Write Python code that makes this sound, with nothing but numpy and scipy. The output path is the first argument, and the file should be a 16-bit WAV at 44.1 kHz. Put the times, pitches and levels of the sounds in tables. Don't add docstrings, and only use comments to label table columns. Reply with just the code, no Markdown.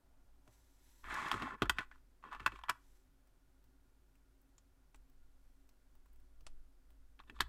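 import sys
import numpy as np
from scipy import signal
from scipy.fft import rfft, irfft
from scipy.io import wavfile
from scipy.ndimage import uniform_filter1d

SR = 44100
rng = np.random.default_rng(int(sys.argv[2]) if len(sys.argv) > 2 else 0)


def log_audio(samples):
    frames = np.atleast_2d(samples).T
    limited = np.clip(frames, -1, 1)
    pcm = np.round(limited * 32767).astype(np.int16)
    wavfile.write(sys.argv[1], SR, pcm)


def volts_from_db(level):
    exponent = np.asarray(level, float) / 20
    return 10 ** exponent


N = 329868

# [f/Hz, level/dB, t60/s]
TOP_MODES = [(695, -9.5, 0.099), (870, -3, 0.21), (1060, 3, 0.033), (1087, -4.5, 0.095), (1470, -5, 0.087),
             (1470, -8, 0.068), (1600, -12.5, .06), (1754, 0.5, 0.088), (1950, -5.5, 0.0697),
             (2263, -19.5, 0.041)]
# [f/Hz, level/dB, t60/s]
UPPER_MODES = [(2345, 2.5, 0.055), (2630, 2, 0.18), (2580, -5.5, .05), (2944, -14, .06), (3234, 4, 0.081),
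               (3440, -4.5, 0.11), (3661, -8, .05), (4080, -4, .05), (4640, -11, 0.055)]
# [f/Hz, level/dB, t60/s]
BOARD_MODES = [(105, -2.5, 0.4), (198, -11, 0.098), (249, 4, 0.048), (306, 4, 0.057), (377.1, 3, 0.047),
               (477, -9.5, 0.036), (690, -8, .05)]


def evened(x):
    return x / np.sqrt(np.mean(x ** 2) + 1e-20)


def peaked(x):
    return x / (abs(x).max() + 1e-20)


def add(mix, start_s, sound):
    part = mix[round(start_s * SR):][:len(sound)]
    part += sound[:len(part)]


def coloured(x, points):
    f, db = np.transpose(points)
    hz = np.fft.rfftfreq(len(x), 1 / SR)
    curve_db = np.interp(np.log(hz + 1), np.log(f + 1), db, -120, -120)
    return irfft(rfft(x) * volts_from_db(curve_db), len(x))


def highpassed(x, order, cutoff_hz):
    return signal.lfilter(*signal.butter(order, cutoff_hz / SR * 2, "high"), x)


def resonate(x, hz, width_hz):
    pole = np.exp((2j * np.pi * hz - np.pi * width_hz) / SR)
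    return signal.lfilter([1], [1, -pole], x).imag


def steadied(x):
    return evened(x / abs(signal.hilbert(x)) ** .7)


def ring(modes, t, spot_db=0):
    hz, db, t60_s = np.transpose(modes)[:, :, None]
    decay = volts_from_db(db + spot_db - 60 * t / t60_s)
    return (decay * np.sin(2 * np.pi * hz * t)).sum(0)


def near(modes, hz, slope_db):
    return -slope_db * abs(np.log2(np.transpose(modes)[0][:, None] / hz))


def burst(t, x, rise_s, t60_s):
    return x * (1 - np.exp(-t / rise_s)) * volts_from_db(-60 * t / t60_s)


def curve_gain(curves):
    t, out = np.arange(N) / SR, np.zeros(N)
    for curve in curves:
        curve = np.array(curve)
        inside = (t >= curve[0, 0]) & (t < curve[-1, 0])
        fade_in = np.minimum((t[inside] - curve[0, 0]) * 100, 1)
        out[inside] = fade_in * volts_from_db(np.interp(t[inside], curve[:, 0], curve[:, 1]))
    return uniform_filter1d(out, size=150)


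def humps(rows, column):
    skew, power = 0.68, 1.6
    out = np.zeros(N)
    for row in rows:
        u = np.arange(0, 1, 1 / (row[1] * SR))
        add(out, row[0], volts_from_db(row[column]) * abs(np.sin(np.pi * u ** skew)) ** power)
    return out


def taps():
    # [t/s, peak level/dB, ring f/Hz, upper ring level/dB, crack level/dB]
    build_taps = [
        (1.315, -20, 1097, -9.5, -20),
        (1.422, -32.5, 1060, -7.5, -25),
        (1.621, -19, 1170, -9.5, -22.5),
        (1.625, -29, 1110, -20, -27.5),
        (1.635, -34.5, 1000, -13, -22.5),
        (1.696, -14, 1500, -9.5, -14),
        (1.958, -52.5, 1060, -35, -25),
    ]
    # [t/s, peak
    # level/dB, ring f/Hz, upper ring level/dB, crack level/dB]
    shared_taps = [(0.477, -58.5, 1400, -10.5, -7), (1.042, -41.5, 1110, -13, -40),
                   (1.109, -33.5, 1600, -20, -36), (1.142, -38.5, 1170, -19, -7),
                   (1.283, -39, 1100, -8, -11), (1.341, -25.5, 1210, -20, -29), (1.656, -50, 1350, -2, -10),
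                   (1.785, -21, 1430, -15, -57), (1.806, -30.5, 1410, -25, -37),
                   (1.914, -43.5, 1500, -26, -32), (7.192, -55.5, 1655, 0.5, -40),
                   (7.237, -60.5, 1060, -9, -31), (7.298, -40, 1650, -8.5, -27), (7.39, -48, 980, -7, -29),
                   (7.403, -30, 1300, -13, -28)]
    # [t/s, peak level/dB, ring f/Hz, upper ring level/dB, crack level/dB]
    sort_taps = [(2.227, -54.5, 1120, -14, -34), (2.239, -38, 1064, -32.5, -47),
                 (2.315, -51, 1250, -32, -37.5), (2.328, -33, 1060, -19, -30),
                 (2.348, -34.5, 1130, -21, -34), (2.398, -37, 1160, -13, -36),
                 (2.402, -38.5, 1390, -11.5, -34), (2.43, -58, 1200, -1.5, -17.5),
                 (2.462, -15, 1440, -13.5, -22.5), (2.476, -27.5, 1400, -25, -26.5),
                 (2.52, -40.5, 1136, -10.5, -38), (2.559, -41.5, 1170, -10, -39),
                 (2.59, -41.5, 1020, -26, -26), (2.614, -48, 1080, -17, -32.5),
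                 (2.637, -35.5, 970, -9.5, -30.5), (2.685, -31, 1120, -23, -42.5),
                 (2.693, -23.5, 1170, -12, -28.5), (2.696, -18, 1100, -17, -13.5),
                 (2.709, -29.5, 1500, -14, -45.5)]
    # [t/s, peak level/dB, ring f/Hz, upper ring level/dB, crack level/dB]
    pick_taps = [
        (7.201, -42, 1100, -16.5, -39),
        (7.366, -58, 1145, -16, -24.5),
        (7.406, -19, 1150, -5, -13),
        (7.415, -28.5, 1470, -10, -18),
    ]
    spots = (build_taps, 3053), (shared_taps, 2800), (sort_taps, 2540), (pick_taps, 3660)
    rows = sorted((*row, upper_hz) for table, upper_hz in spots for row in table)
    chance = rng.standard_normal((len(rows), 19))
    hiss = rng.standard_normal((len(rows), 8192))
    out = np.zeros(N)
    for row, c, h in zip(rows, chance, hiss):
        add(out, row[0] - .0007, tap(row, c, h))
    return out


def tap(row, chance, hiss):
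    # [f/Hz, level/dB per Hz]
    crack_colour = [(2350, -31.5), (4000, -6), (5700, -4), (6150, -10), (6560, -4), (9520, -10.5),
                    (14200, -13), (15300, -23), (16400, -33.5)]
    s, db, hz, upper_db, crack_db, upper_hz = row
    t = np.arange(len(hiss)) / SR
    since_blow = t - .0015
    spot_db = 2.5 * chance[:, None]
    blow = np.exp(-.5 * (since_blow / 0.00027) ** 2)
    chatter = burst(t, hiss ** 3, 0.00014, 0.04)

    top_db = near(TOP_MODES, hz, 4.1) + spot_db[:10] - 1300 * t
    top = signal.oaconvolve(chatter, ring(TOP_MODES, t, top_db))[:len(t)]
    knock = blow * np.cos(2 * np.pi * hz * (1650 / hz) ** 0.1 * since_blow)
    body = peaked(burst(t, np.cos(2 * np.pi * hz * since_blow), .0008, .014))
    low = highpassed(1.1 * knock + .6 * body + 0.78 * peaked(top), 3, 860)

    upper_mode_db = near(UPPER_MODES, upper_hz, 28.0) + spot_db[10:] - 3200 * t
    upper = signal.oaconvolve(chatter, ring(UPPER_MODES, t, upper_mode_db))[:len(t)]
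    upper = peaked(1.5 * blow * np.sin(2 * np.pi * upper_hz * t) + peaked(upper))

    grit = coloured(hiss[::-1], crack_colour)
    crack = peaked(burst(t, grit, 0.00097, 0.023) + 0.14 * burst(t, grit, .003, 0.063))
    return volts_from_db(db - 2.5) * (peaked(low) + volts_from_db(upper_db + 7.0) * upper + volts_from_db(crack_db + 5.0) * crack)


def catches():
    # [t/s,
    # peak level/dB, ring f/Hz]
    stud_catches = [(1.068, -42.5, 1680), (1.085, -36, 1240), (1.109, -41, 1060), (1.117, -37.5, 1037),
                    (1.125, -40, 1376), (1.148, -33.5, 1143), (1.154, -31, 1700), (1.162, -36, 1455),
                    (1.174, -34.5, 1080), (1.185, -32.5, 1120), (1.193, -45, 1330), (1.217, -34, 1060),
                    (1.226, -34, 1190), (1.237, -45, 1776), (1.248, -32, 1060), (1.255, -38, 1040),
                    (1.267, -33, 1152), (1.28, -32, 1110), (1.33, -27.5, 1287), (1.345, -33, 1280),
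                    (1.36, -41, 1190), (1.379, -40, 1100), (1.4, -36.5, 1164), (1.413, -34, 1075),
                    (1.427, -31.5, 1100), (1.435, -38, 885), (1.444, -39.5, 1760), (1.469, -36.5, 1097),
                    (1.477, -37.5, 816), (1.492, -39.5, 1030), (1.508, -38.5, 1360), (1.521, -39, 1090),
                    (1.528, -40.5, 1423), (1.542, -43, 1110), (1.55, -42.5, 1069), (1.657, -38, 1360),
                    (1.704, -31, 1520), (1.711, -37.5, 1158), (1.819, -41.5, 1360), (1.925, -52, 1710),
                    (2.251, -44.5, 1140), (2.259, -47.5, 1100), (2.276, -49, 996), (2.289, -48, 1090),
                    (2.322, -35.5, 1190), (2.335, -36, 1131), (2.355, -45.5, 1137), (2.364, -46, 1131),
                    (2.417, -48.5, 1203), (2.468, -31.5, 1097), (2.478, -31.5, 1630), (2.702, -28, 1064),
                    (2.717, -41.5, 1084), (7.365, -51, 1170), (7.406, -22.5, 1690)]
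    gain_db, rise_s, t60_s, upper_hz, upper_db = -4.5, .0007, .026, 2621, -10
    out, t = np.zeros(N), np.arange(3000) / SR
    upper = peaked(ring(UPPER_MODES, t, near(UPPER_MODES, upper_hz, 14) - 3500 * t))
    for s, db, hz in stud_catches:
        beside = peaked(ring(TOP_MODES, t, near(TOP_MODES, hz, 9) - 1500 * t))
        spot = ring([(hz, 0, t60_s)], t) + .6 * beside + volts_from_db(upper_db) * upper
        add(out, s - .0005, volts_from_db(db + gain_db) * peaked((1 - np.exp(-t / rise_s)) * spot))
    return out


def strokes():
    # [f/Hz, level/dB per Hz]
    grit_colour = [(2060, -30.5), (3500, -2), (4010, -3.5), (4360, -5), (5750, -8), (7540, -6.5),
                   (14800, -24.5), (16400, -36)]
    # [t/s, length/s, level/dB]
    groans = [(1.03, 0.028, -81), (1.11, 0.087, -95), (1.2, 0.072, -65.5), (1.335, 0.06, -52),
              (1.41, 0.06, -55), (1.5, 0.081, -55.5), (1.64, .05, -55.5), (1.785, 0.035, -51.5),
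              (2.33, .07, -70), (2.51, 0.0604, -60), (2.42, .04, -62.5), (7.27, 0.16, -67),
              (2.23, 0.11, -65), (7.185, .04, -73.5), (1.745, .04, -66)]
    # [t/s, length/s, level/dB]
    rubs = [
        (7.195, 0.025, -73),
        (7.272, 0.04, -79),
        (7.352, 0.045, -72),
    ]
    rub_hz, rub_width_hz = 3560, 300
    t = np.arange(8192) / SR
    slips = rng.standard_normal((4, N)) * volts_from_db(2.4 * np.minimum(rng.exponential(1, (4, N)), 4))
    slips_per_s = np.array([[5000], [5000], [9000], [1500]])
    slips *= rng.random((4, N)) < slips_per_s / SR

    low = evened(signal.oaconvolve(slips[0], ring(TOP_MODES, t, -250 * t))[:N])
    rough = coloured(slips[0], [(550, -28.0), (850, -5.0), (1100, 14.5), (2100, -4.0), (2800, -20.0)])
    low = highpassed(low + evened(rough), 2, 880)
    light = highpassed(low, 3, 1000)

    upper = evened(signal.oaconvolve(slips[1], ring(UPPER_MODES, t, -250 * t))[:N])
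    upper_rough = coloured(slips[0], [(1900, -19.5), (2300, 4.0), (3700, -5), (4600, -19.5)])
    upper += volts_from_db(3.0) * evened(upper_rough)

    grit = coloured(slips[2] + 0.43 * slips[0], grit_colour)
    groan = signal.oaconvolve(slips[3], ring(BOARD_MODES[1:6], t))[:N]
    middle = coloured(slips[1], [(1200, -18), (1550, 0), (2100, -0.5), (2600, -20.5)])
    rub = resonate(resonate(slips[2], rub_hz, rub_width_hz), rub_hz, rub_width_hz)

    slide_gain, scuff_gain = pressure(0, 0)
    layers = [
        (slide_gain, low),
        (scuff_gain, light),
        (sum(pressure(-11.5, 0.93)), upper),
        (sum(pressure(-24, 3.6)), grit),
        (pressure(-13.5, 0)[0] + humps(groans, column=2), groan),
        (pressure(-8, 1)[0], middle),
        (humps(rubs, column=2), rub),
    ]
    grip = uniform_filter1d(uniform_filter1d(abs(slips[3]), size=500), size=500)
    waver = volts_from_db(1.5 * evened(grip - grip.mean()))
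    return waver * sum(gain * evened(x) for gain, x in layers) + moans(slips[3])


def pressure(base_db, slope):
    # [t/s, pressure level/dB, speed as brightness/dB]
    slide = [
        (1.031, -63, 0),
        (1.104, -52, 3),
        (1.114, -46, 2),
        (1.17, -44, 2.5),
        (1.26, -45.5, 2),
        (1.36, -49.5, 3),
        (1.44, -48.5, 1.5),
        (1.545, -54, 0.5),
        (1.57, -70.5, -3.5),
    ]
    # [t/s, length/s, level/dB, brightness/dB]
    scuffs = [(1.566, 0.1, -63.5, -3), (1.635, 0.055, -54, -5), (1.76, 0.056, -59.5, 2.5),
              (1.792, 0.073, -55.5, 2), (1.898, 0.13, -76.5, 3.5), (2.223, 0.12, -61.5, 0.5),
              (2.305, 0.1, -55, 0), (2.384, 0.13, -62.5, 1.5), (2.485, 0.17, -63.5, 3),
              (2.631, 0.061, -59, -9.5), (2.708, .03, -67, 3), (2.794, 0.096, -86, 6.5),
              (7.187, 0.046, -63.5, -5), (7.27, 0.041, -71, 2.5), (7.339, 0.069, -66.5, 3.5),
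              (7.43, 0.078, -83, 4)]
    slide_rows = [(s, db + base_db + slope * bright) for s, db, bright in slide]
    scuff_rows = [(s, length, db + base_db + slope * bright) for s, length, db, bright in scuffs]
    return curve_gain([slide_rows]), humps(scuff_rows, column=2)


def moans(slips):
    # [t/s, length/s, level/dB, f/Hz]
    hums = [
        (1.405, 0.097, -49, 260),
        (1.338, .03, -57, 368),
        (7.295, 0.06, -69, 293),
    ]
    width_hz = 25
    return sum(humps([row], column=2) * steadied(resonate(slips, row[3], width_hz)) for row in hums)


def thuds():
    # [t/s, peak level/dB, strongest mode f/Hz]
    knocks = [(0.477, -60.5, 99.6), (1.339, -40.5, 116), (1.421, -40, 261), (1.619, -23, 366),
              (1.633, -34, 220), (1.696, -41.5, 385), (1.786, -51, 207), (2.402, -52.5, 105),
              (2.462, -41, 280), (2.697, -48, 294), (6.42, -68.5, 96.9), (7.295, -55, 275),
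              (7.403, -37.5, 324), (4.945, -66, 600), (6.467, -78, 603)]
    damping_db_per_s = 250.5
    out, t = np.zeros(N), np.arange(12000) / SR
    mode_hz = np.transpose(BOARD_MODES)[0][:, None]
    late_db = 40 * np.log10(1 - np.exp(-(t + 1e-6) * mode_hz / 0.67))
    for s, db, hz in knocks:
        mode_db = near(BOARD_MODES, hz, 2.9) + late_db - damping_db_per_s * t
        add(out, s + 0.00053, volts_from_db(db) * peaked(ring(BOARD_MODES, t, mode_db)))
    return out


def snaps():
    # [t/s, peak level/dB, ring f/Hz, ring level/dB, low part level/dB]
    ticks = [(3.2726, -71, 2910, -4.5, -12), (3.64, -72.5, 6020, -6.5, -5.5), (4.1543, -69.5, 2650, 2, -21),
             (4.415, -90, 13700, -3, -14), (4.581, -68, 7100, 15, -5), (4.945, -54.5, 2566, -5.5, -10),
             (5.0974, -77, 6930, -4, -4), (4.957, -69, 7970, 4, -11), (5.6905, -61, 6580, -13, -15.5),
             (5.9518, -74, 4050, -12, -0.5), (6.0584, -76.5, 4180, -15.5, 6), (6.1308, -88, 12300, 13, -13),
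             (6.1584, -75, 2980, -6, -8), (6.199, -75, 4080, -11, -4.5), (6.4076, -65.5, 6220, -3, -10),
             (6.4662, -43.5, 3190, -32, -10.5), (6.9042, -69, 4220, -13, -5.5)]
    out, t = np.zeros(N), np.arange(4096) / SR
    for (s, db, hz, ring_db, low_db), h in zip(ticks, rng.standard_normal((len(ticks), 4096))):
        edge_db = -17 - 0.98 * (db + 68) + 2.5 * np.log2(hz / 5000)
        wide = coloured(h, [(1800, -32), (2500, 14.5), (5000, 13.5), (8500, 11.0), (11000, 3)])
        tone = resonate(h, hz, 830)
        low = coloured(h, [(200, -14), (450, -13.5), (1200, -8.0), (2500, -21.5), (3500, -24.5)])
        edge = coloured(h, [(7500, 8.5), (9500, 0.0), (15600, 15.0), (16400, -33)])
        dying = [peaked(burst(t, k, 0.00072, 0.026) + 0.08 * burst(t, k, 0.0025, 0.12))
                 for k in (wide, tone, low, edge)]
        gains = volts_from_db([-2.5, ring_db, low_db + 5.0, edge_db + 15.5])
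        add(out, s - .0003, volts_from_db(db) * gains @ dying)
    return out


def brush():
    # [t/s, level/dB]
    brushing = [
        [(0.44, -91), (0.528, -76.5), (0.65, -81), (0.79, -81), (0.84, -75.5), (1.1, -75.5)],
        [(2.7, -86), (2.838, -84), (2.972, -81.5), (3.1, -100.5)],
        [(5.4, -89.5), (6.01, -100), (6.3, -97)],
    ]
    # [f/Hz, level/dB per Hz]
    skin = [(590, -8), (1000, 9), (1160, -35.5), (1690, 3.5), (2560, -4), (8450, 1.5), (13800, 0.5),
            (16000, -9)]
    # [f/Hz, width/Hz, level/dB]
    hollows = [(4200, 400, -18), (6300, 350, -13), (8000, 600, -10), (11800, 400, -16)]
    waver = evened(uniform_filter1d(rng.standard_normal(N), size=500))
    grain = rng.standard_normal(N) * volts_from_db(1.2 * waver)
    bands = sum(volts_from_db(db) * evened(resonate(grain, hz, width_hz)) for hz, width_hz, db in hollows)
    return curve_gain(brushing) * (evened(coloured(grain, skin)) + bands)


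def lean():
    # [t/s, length/s, sway level/dB, lowest mode level/dB]
    shifts = [(.1, 0.4, -67, -100), (1.02, 0.16, -59, -57), (1.3, 0.24, -67, -59), (1.61, 0.22, -80, -49),
              (1.78, 0.42, -63.5, -86), (2.3, 0.44, -63.5, -61), (2.8, .25, -68, -79),
              (4.94, 0.12, -66, -63.5), (5.03, 0.6, -63, -95), (5.4, 0.42, -64, -86),
              (5.83, 0.81, -60.5, -78), (6.36, 0.32, -51.5, -69.5), (6.5, 0.24, -56.5, -69),
              (6.7, 0.78, -64, -70), (7.33, 0.42, -54, -54)]
    rest_sway_db, rest_mode_db = -72.5, -70
    push = rng.standard_normal((2, N))
    band = [(4, -9.0), (10, 6.0), (20, 2.0), (38, -7.0), (50, -31.5), (70, -59.5)]
    sway = evened(coloured(steadied(coloured(push[0], band)), band))
    mode = steadied(resonate(resonate(push[1], 53, 3.4), 41, 8.2))
    sway_gain = volts_from_db(rest_sway_db) + humps(shifts, column=2)
    mode_gain = volts_from_db(rest_mode_db) + humps(shifts, column=3)
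    return sway_gain * sway + mode_gain * mode


def room(x):
    t60_s, echoes_per_s = 0.23, 2500
    t = np.arange(SR // 2) / SR
    signs = rng.choice([-1., 1.], len(t))
    echoes = signs * (rng.random(len(t)) < echoes_per_s / SR) * (t > .004)
    dull = signal.lfilter([.35], [1, -.65], echoes)
    bright = echoes - dull
    tail = dull * volts_from_db(-60 * t / t60_s) + .5 * bright * volts_from_db(-60 * t / (.6 * t60_s))
    return signal.oaconvolve(x, tail / np.linalg.norm(tail))[:N]


def air():
    # [f/Hz, level/dB per Hz]
    tone_colour = [(50, -32), (85, -1.5), (135, -5), (224, -13.5), (261, -0.5), (325, -15.5), (371, -6.5),
                   (406, -16), (528, -14.5), (1270, -19.5), (1450, -19.5), (2630, -26), (14700, -30.5),
                   (16400, -43)]
    # [f/Hz, width/Hz, level/dB]
    fan_lines = [(272.6, 5.6, -86.5), (366, 7.4, -94), (1426, 25, -95)]
    # [t/s, level/dB]
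    far = [
        (0.0, -84.5),
        (0.466, -89.5),
        (0.474, -70),
        (0.548, -92),
        (0.8, -91),
    ]
    tone = volts_from_db(-77.5) * evened(coloured(rng.standard_normal(N), tone_colour))
    rush_colour = [(400, -17), (600, 3.5), (750, 2.0), (1000, -0.5), (1500, -11)]
    rush = evened(coloured(rng.standard_normal(N), rush_colour))
    fan = sum(volts_from_db(db) * evened(resonate(rng.standard_normal(N), hz, width_hz))
              for hz, width_hz, db in fan_lines)
    return tone + fan + curve_gain([far]) * rush


def scene():
    close = taps() + catches() + thuds() + snaps() + strokes()
    return (close + volts_from_db(-24) * room(close) + lean() + brush() + air())[None]


def roll_off(x):
    return signal.sosfilt(signal.butter(12, 16520, fs=SR, output="sos"), x)


def record(dry):
    edge = signal.firwin(255, 16300, fs=SR)
    mix = signal.oaconvolve(dry, edge[None], "same")
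    return roll_off(mix)


dry = scene()
out = record(dry)
log_audio(out)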